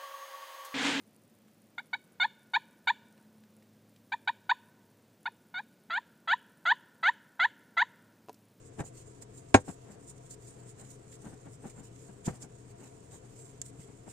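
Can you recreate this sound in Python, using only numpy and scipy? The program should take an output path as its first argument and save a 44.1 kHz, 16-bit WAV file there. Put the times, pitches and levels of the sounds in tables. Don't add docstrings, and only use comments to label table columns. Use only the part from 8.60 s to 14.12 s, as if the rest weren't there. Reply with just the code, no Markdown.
import sys
import numpy as np
from scipy import signal
from scipy.fft import rfft, irfft, next_fast_len
from scipy.io import wavfile

SR = 44100
rng = np.random.default_rng(int(sys.argv[2]) if len(sys.argv) > 2 else 0)


def bounce(signal):
    frames = np.transpose(np.atleast_2d(signal))
    limited = np.clip(frames, -1, 1)
    pcm = np.round(limited * 32767).astype(np.int16)
    wavfile.write(sys.argv[1], SR, pcm)


N = 243431
TIME = np.arange(N) / SR

# frequency in Hz, relative level in dB,
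# t60 in seconds before the extra damping of the top modes, left over right in dB.
BOWL_MODES = [(101, -12, 0.109, 0), (201, -12, 0.039, -1.5), (273.4, -9.5, 0.06, -1.5),
              (403.3, -11, 0.035, 1.5), (497.6, -16.0, 0.081, 5.5), (580, -12.5, 0.062, -0.5),
              (692, -12, 0.044, 4), (781, -8.0, 0.056, -4.5), (876, -13.0, 0.039, 0.5),
              (952, -17.5, 0.066, 0.0), (1084.6, -15, 0.047, 5.0), (1186, -14.5, 0.039, -0.5),
              (1340, -23.0, 0.05, 3), (1407, -17.0, 0.045, 4.0), (1520, -16, 0.028, -1.0),
              (1603, -15, 0.075, 1.0), (1748, -19.0, 0.067, 2.5), (1850, -18.0, 0.0735, 0),
              (1886, -23.5, 0.063, -0.5), (2020, -23.0, 0.054, 0.0), (2175, -25.5, 0.077, -1.5),
              (2284, -19, 0.041, -3.5), (2470, -23.5, 0.073, -1.0), (2630, -24, 0.053, -5.5),
              (2810, -24.5, 0.049, -6.5), (3041, -27.0, 0.039, 3.5), (3406, -26.5, 0.047, -4),
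              (3810, -26.5, 0.067, -2)]
# frequency in Hz, left over right in dB.
MIC_BALANCE = [(2000, 1), (4400, -3), (6000, -8), (7200, -14), (8300, 1.5), (9000, 7), (10500, -1),
               (15000, 0.5)]


def amp(db):
    return 10 ** (np.asarray(db) / 20)


def unit(x):
    return x / np.sqrt(np.mean(x ** 2) + 1e-20)


def read(points, hz):
    f, value = np.transpose(points)
    return np.interp(np.log(hz + 1), np.log(f + 1), value)


def sides(db):
    return amp(np.array([[.5], [-.5]]) * db)


def colour(x, gain):
    size = next_fast_len(x.shape[-1], True)
    return irfft(rfft(x, size) * gain(np.fft.rfftfreq(size, 1 / SR)), size)[..., :x.shape[-1]]


def noise(gain):
    return unit(colour(rng.standard_normal((2, next_fast_len(N, True))), gain)[:, :N])


def waver(rate_hz):
    return unit(noise(lambda f: 1 / (1 + (f / rate_hz) ** 2))[0])


def add(mix, s, sound):
    part = mix[:, max(round(s * SR), 0):][:, :sound.shape[1]]
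    part += sound[:, :part.shape[1]]


def swell(s, length):
    return np.exp(-.5 * ((TIME - s) / length) ** 2)


def mode(t, hz, t60, rise_cycles=0.36, phase=0):
    return np.sin(2 * np.pi * hz * t + phase) * (1 - np.exp(-t * hz / rise_cycles)) * 1000 ** (-t / t60)


def ring(spectrum, t60, size):
    hz, t, bands = signal.stft(rng.choice([-1., 1.], (2, size)), SR, nperseg=256)
    decay = amp(-60 * t / read(t60, hz)[:, None])
    tail = signal.istft(bands * decay, SR, nperseg=256)[1][:, :size]
    tail = colour(np.pad(tail, ((0, 0), (0, size))), lambda f: amp(read(spectrum, f)))[:, :size]
    return unit(tail) / np.sqrt(size)


def close_ports(x, corner_hz=700):
    mid, side = x
    apart = colour(side, lambda f: f / np.hypot(f, corner_hz))
    return unit(np.array([mid + apart, mid - apart])) * np.sqrt(np.mean(x ** 2))


def room_tone(level_db=-57.5):
    # frequency in Hz, then, table by table,
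    # relative density in dB, likeness of the sides from 0 to 1, left over right in dB.
    spectrum = [(12, -36), (20, -10.5), (54, -12.5), (126, -3.5), (213, -20), (439, -19.5), (705, -22.5),
                (857, -31), (958, -24.5), (1230, -26.5), (4550, -38.5), (7310, -34), (8880, -37),
                (10500, -53.5), (15500, -58.5)]
    likeness = [(60, .93), (130, 0.99), (290, 1), (640, 0), (1400, 0), (15000, 0.084)]
    balance = [(60, 4.5), (110, 2.5), (200, 8.5), (380, 7.5), (700, 4.5), (1300, 0), (2400, -0.5),
               (15000, -8)]
    left, unrelated = noise(lambda f: amp(read(spectrum, f)))
    right = colour(left, lambda f: read(likeness, f))
    right += colour(unrelated, lambda f: np.sqrt(1 - read(likeness, f) ** 2))
    return amp(level_db) * unit(colour(np.array([left, right]), lambda f: sides(read(balance, f))))


def appliance_hum(gain_db=-1):
    # frequency in Hz, relative level in dB, half-width in Hz,
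    # left over right in dB, lag of the right side in radians.
    lines = [(97.65, -75.5, 7.7, 1.5, 0), (147, -67.5, 14.6, 1, -0.5), (202, -69.5, 15.7, 0.5, 0.5),
             (274.6, -66.5, 10, 5.5, -1), (330, -70, 16, 11, 1), (408.4, -68, 19, 5, -0.8),
             (452, -66, 34, 5, -0.66), (521, -78.5, 11.5, 11, 0), (688, -64.5, 20, -0.5, -2.5),
             (957, -80, 14.7, 12.5, 2)]

    def response(f):
        total = 0
        for hz, db, width, pan, lag in lines:
            peak = amp(db) / np.sqrt(width) / (1 + ((f - hz) / width) ** 2)
            total += peak * sides(pan) * np.exp(1j * np.array([[0], [-lag]]))
        return total
    return amp(gain_db) * np.sqrt(SR / np.pi) * colour(rng.standard_normal(N), response)


def motor(hz=124, level_db=-58, wander_hz=3, wander_rate_hz=6, pan_db=3, swing_db=0.95, swing_rate_hz=5):
    tone = np.sin(2 * np.pi * np.cumsum(hz + wander_hz * waver(wander_rate_hz)) / SR)
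    return amp(level_db) * sides(pan_db) * unit(tone * amp(swing_db * waver(swing_rate_hz)))


def kitchen(direct, wet_db=-27):
    # frequency in Hz, t60 in seconds.
    decay = [(100, 0.39), (500, 0.28), (2000, 0.22), (8000, 0.03)]
    tail = close_ports(ring([(100, -10.0), (1000, -18.0), (10000, 0.5)], decay, size=20000))
    return direct + amp(wet_db) * signal.fftconvolve(direct, tail, axes=1)[:, :N]


def crust_scrapes(pan_db=-3, slips_per_s=6000, spread_db=2):
    # crest in seconds, level in dB, half-length in seconds.
    runs = [(0.376, -62, 0.021), (1.713, -61, 0.008), (1.88, -60, 0.015), (2.313, -69, .008),
            (2.528, -66, .009), (3.661, -44, 0.0042), (3.669, -48.5, 0.0092), (3.76, -61, .006),
            (3.828, -49, 0.0075), (4.56, -72, 0.012)]
    # frequency in Hz, relative density in dB.
    spectrum = [(2500, -38), (3900, -15), (4700, 4), (5500, 1), (6500, 9), (7000, 4), (7300, 22), (7650, 0),
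                (10000, -20), (15000, -28)]
    slips = rng.standard_normal((2, N)) * amp(spread_db * rng.standard_normal(N))
    slips *= rng.random(N) < slips_per_s / SR
    level = sum(amp(db) * swell(s, length) for s, db, length in runs)
    return sides(pan_db) * level * unit(colour(slips, lambda f: amp(read(spectrum, f))))


def bowl_gain(hz):
    powers = (1 / (1 + ((hz - f) * t60 * np.pi / np.log(1000)) ** 2) for f, _, t60, _ in BOWL_MODES)
    return np.sqrt(sum(powers))


def lump_scuffs(pan_db=4.5, width=0.61, drag_db=-69, swing_db=3, glass_db=7, cutoff_hz=1158.4):
    # crest in seconds, level in dB, half-length in seconds.
    shoves = [(.205, -34.5, 0.012), (0.626, -55.5, 0.0061), (1.094, -41.5, 0.011), (1.297, -56, 0.029),
              (2.046, -67, 0.059), (2.214, -56.5, 0.028), (2.667, -48, 0.02), (2.736, -54, 0.012),
              (2.869, -50.5, 0.012), (3.058, -46.5, 0.019), (3.191, -53, 0.023), (3.498, -54.5, 0.01),
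              (3.686, -32, 0.0092), (3.739, -54.5, 0.025), (3.842, -52.5, 0.014), (4.235, -55, 0.028),
              (4.546, -56.5, 0.014), (5.293, -54.5, 0.007), (5.478, -48.5, 0.0081)]
    # frequency in Hz, relative density in dB.
    spectrum = [(40, -30), (110, 7), (210, 6.5), (400, -0.5), (520, -6), (720, -1.5), (1200, -10),
                (1700, -8.5), (2600, -13), (3400, -18), (6000, -13), (14000, -44.5)]
    mid, side = noise(lambda f: amp(read(spectrum, f)) * np.hypot(1, amp(glass_db) * bowl_gain(f)))
    drag = np.array([mid + width * side, mid - width * side])
    rub = lambda hz: unit(signal.lfilter(*signal.butter(1, hz, fs=SR), drag))
    out = amp(drag_db + swing_db * waver(rate_hz=7)) * rub(cutoff_hz)
    for s, db, length in shoves:
        shove_hz = cutoff_hz * 2 ** (-(db + 50) / 20)
        out += amp(db) * swell(s, length) * rub(shove_hz)
    return sides(pan_db) * out


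def nail_tick(gain_db=15, t60=0.024, tail_db=-11, tail_t60=0.04, pan_db=-2):
    # start in seconds, relative level in dB.
    contacts = [(5.0160, -28), (5.0163, -31.5)]
    # frequency in Hz, relative density in dB.
    spectrum = [(600, -40), (1700, -7), (2600, -11), (5000, -6.5), (7300, 13), (9000, 1.5), (10500, -9),
                (15000, -31)]
    out = np.zeros((2, N))
    for s, db in contacts:
        snap = ring(spectrum, [(1000, t60)], size=4096)
        tail = ring(spectrum, [(1000, tail_t60)], size=4096)
        add(out, s, amp(db + gain_db) * (snap + amp(tail_db) * tail))
    return sides(pan_db) * out


def skid_squeak(start_s=0.958, level_db=-28, hz=6620, t60=0.045, pan_db=-3):
    note = mode(np.arange(4096) / SR, hz, t60, rise_cycles=8)
    out = np.zeros((2, N))
    add(out, start_s, amp(level_db) * sides(pan_db) * note)
    return out


def rebounds(s, db, cutoff_hz, gap_s, loss_db, gap_growth=1.22, dulling=0.88):
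    k = np.arange(5)
    soft = k % 2
    gaps = gap_s * gap_growth ** k * 1.37 ** soft
    cutoffs = cutoff_hz * dulling ** k * 0.26 ** soft
    return zip(s + np.cumsum(gaps) - gaps, db - loss_db * k ** 2, cutoffs)


def bowl_knocks(modes_db=-5, clatter_db=-2, damping_hz=4000, size=12000):
    # start in seconds, relative level in dB, cutoff in Hz,
    # seconds to the first rebound, loss at that rebound in dB.
    landings = [(0.1914, -26, 3400, 0.0044, 2), (0.2037, -26, 4500, 0.006, 12),
                (.222, -34, 1300, 0.0054, 0.5), (0.9423, 5, 7000, 0.0029, 2.1),
                (0.9703, -17, 1200, 0.0051, 2), (1.0766, -29, 1070, 0.0066, 0.7),
                (2.6645, -29, 380, 0.014, 3), (2.731, -33, 348, 0.0087, 8.5), (2.873, -42, 600, 0.0037, 1),
                (3.0493, -29, 650, 0.0036, 14), (3.2, -35, 520, .005, 6), (3.6785, -26.5, 1700, 0.004, 0.5),
                (5.184, -22, 111.3, 0.01, 2), (5.476, -36, 1220, 0.0025, 3.5)]
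    # frequency in Hz, then relative density in dB
    # in the first table, t60 in seconds in the second.
    clatter_spectrum = [(40, -14.5), (140, -7), (270, -14), (800, -12.5), (1600, -9), (3000, -9.5),
                        (3800, -7.5), (5000, -9.5), (6000, -6), (7800, 0), (9300, -1), (10200, -21),
                        (11400, -13), (12500, -22), (15000, -19)]
    clatter_decay = [(100, 0.29), (500, 0.15), (1500, 0.098), (4000, 0.0806), (12000, 0.068)]
    # frequency in Hz, lead in radians.
    left_lead = [(100, .3), (270, .52), (500, 0.59), (800, 1.3), (1500, 1.3), (3000, 1.54)]
    t = np.arange(size) / SR
    modes = 0
    for k, (hz, db, t60, pan) in enumerate(BOWL_MODES):
        damped_t60 = t60 / np.hypot(1, hz / damping_hz)
        lag = np.array([[0], [-1]]) * read(left_lead, hz)
        polarity = (-1) ** k
        modes += polarity * amp(db) * sides(pan) * mode(t, hz, damped_t60, phase=lag)
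    out = np.zeros((2, N))
    for landing in landings:
        for s, db, cutoff_hz in rebounds(*landing):
            clatter = close_ports(ring(clatter_spectrum, clatter_decay, size))
            body = amp(modes_db) * modes + amp(clatter_db) * clatter
            cushion = signal.butter(2, cutoff_hz, fs=SR)
            add(out, s, amp(db) * signal.lfilter(*cushion, body))
    return colour(out, lambda f: sides(read(MIC_BALANCE, f)))


def dough_thuds(t60=0.032):
    # start in seconds, level in dB, pitch in Hz.
    blows = [(0.2039, -17, 150), (1.0835, -33, 125), (1.0964, -33, 170), (1.3, -40, 205),
             (2.6644, -28, 205), (3.0553, -26.5, 210), (3.315, -36, 164), (3.678, -12, 178),
             (3.7045, -23, 122), (3.844, -37, 151), (5.195, -32, 155)]
    out = np.zeros((2, N))
    for s, db, hz in blows:
        add(out, s, amp(db) * mode(np.arange(4096) / SR, hz, t60)[None])
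    return out


def stroke(t, length, build_share=0.46, crest_flatness=1.78):
    from_crest = np.maximum(-t / build_share, t / (1 - build_share)) / length
    return np.exp(-np.minimum(from_crest, 20) ** crest_flatness)


def rest(t, length, delay_s=0.02, delay_share=0.36, rest_s=0.03, quick_s=0.054):
    late = t - delay_s - delay_share * length
    return 1 / (1 + (late / rest_s) ** 4) / (1 + (length / quick_s) ** 4)


def patchy(x, depth_db, patch_s=0.099, patch_hz=500):
    bands = signal.stft(x, SR, nperseg=256)[2]
    ripples_per_hz = np.fft.fftfreq(bands.shape[1], SR / 256)[:, None]
    ripples_per_s = np.fft.fftfreq(bands.shape[2], 128 / SR)
    smooth = np.exp(-(ripples_per_hz * patch_hz) ** 2 - (ripples_per_s * patch_s) ** 2)
    patches = unit(np.fft.ifft2(np.fft.fft2(rng.standard_normal(bands.shape[1:])) * smooth).real)
    return unit(signal.istft(bands * amp(depth_db * patches), SR, nperseg=256)[1][:, :N])


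def flour(hiss_gain_db=1, grains_per_s=3500, spread_db=2, clump_db=1.35, flutter_db=2):
    # crest in seconds, relative hiss level in dB,
    # length in seconds, offset of the crunch from that level in dB.
    squeezes = [(0.068, -56.5, 0.023, -25), (0.201, -52.5, 0.022, -11), (0.267, -53.5, 0.032, -16),
                (0.383, -57.5, 0.062, -8), (0.626, -55, 0.019, -3.5), (0.773, -58, 0.054, -12.5),
                (1.009, -55, 0.017, -16), (1.099, -52, 0.054, -9.5), (1.326, -58.5, 0.031, -10.5),
                (1.491, -52, 0.035, -16.5), (1.579, -61.5, 0.013, -7.5), (1.64, -66.5, 0.098, -9),
                (1.714, -48.5, 0.02, -19), (1.74, -55, 0.015, -10), (1.872, -56, 0.086, -12),
                (2.096, -56.5, 0.031, -6.5), (2.206, -57.5, 0.033, -5), (2.25, -60.5, 0.028, -6),
                (2.316, -53, 0.057, -15), (2.531, -55.5, 0.043, -8), (2.66, -62.5, 0.11, -4.5),
                (2.935, -56, 0.031, -13), (3.081, -60, 0.063, -7), (3.197, -59, 0.026, -10),
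                (3.256, -59, 0.043, -9.5), (3.41, -62.5, 0.12, -6), (3.664, -43.5, 0.02, -9.5),
                (3.698, -55, 0.039, -1.5), (3.756, -56.5, 0.028, -11), (3.826, -52, 0.03, -7),
                (4.107, -59.5, 0.02, -8), (4.251, -60, 0.078, -4.5), (4.541, -56, 0.048, -7),
                (4.816, -56.5, 0.12, -14.5), (5.069, -51, 0.032, -12), (5.215, -61, 0.07, -7),
                (5.502, -54, 0.029, -7)]
    # frequency in Hz, relative density in dB.
    hiss_spectrum = [(1500, -42), (3500, -21.5), (5300, -16), (6300, -11.5), (7200, -3), (8000, -2.5),
                     (8900, -5), (9800, -19), (11000, -24.5), (15000, -24.5)]
    crumb_spectrum = [(800, -11.5), (2000, 4), (4800, -1.5), (7000, -0.5), (9500, -5.5), (11000, -7),
                      (15000, -14)]
    t = TIME[::64]
    moving, hiss_power, crunch_power = 1, 0, 0
    for s, db, length, crunch_db in squeezes:
        push = amp(2 * db) * stroke(t - s, length)
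        hiss_power += push
        crunch_power += amp(2 * crunch_db) * push
        moving *= 1 - rest(t - s, length)
    level = lambda power, steady_db: np.interp(TIME, t, np.sqrt(power + (amp(steady_db) * moving) ** 2))
    at_mic = lambda spectrum: lambda f: amp(read(spectrum, f)) * sides(read(MIC_BALANCE, f))
    hiss = patchy(noise(at_mic(hiss_spectrum)), depth_db=2.5) * level(hiss_power, steady_db=-67)
    sizes = amp(spread_db * rng.standard_normal(N) + clump_db * waver(rate_hz=70))
    grains = rng.standard_normal((2, N)) * sizes * (rng.random(N) < grains_per_s / SR)
    crunch = patchy(colour(grains, at_mic(crumb_spectrum)), depth_db=4)
    crunch *= level(crunch_power, steady_db=-77)
    flutter = amp(flutter_db * waver(rate_hz=45))
    return (amp(hiss_gain_db) * hiss + crunch) * flutter


def scene():
    bowl = bowl_knocks() + skid_squeak()
    kneading = dough_thuds() + lump_scuffs() + crust_scrapes() + flour() + nail_tick()
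    return kitchen(bowl + kneading) + room_tone() + appliance_hum() + motor()


def record(dry):
    ceiling, edge_hz = 0.95, 15600
    rounded = dry / (1 + (dry / ceiling) ** 8) ** (1 / 8)
    lowpass = signal.firwin(511, edge_hz, window=("kaiser", 9), fs=SR)
    return signal.oaconvolve(rounded, lowpass[None], "same")


dry = scene()
out = record(dry)
bounce(out)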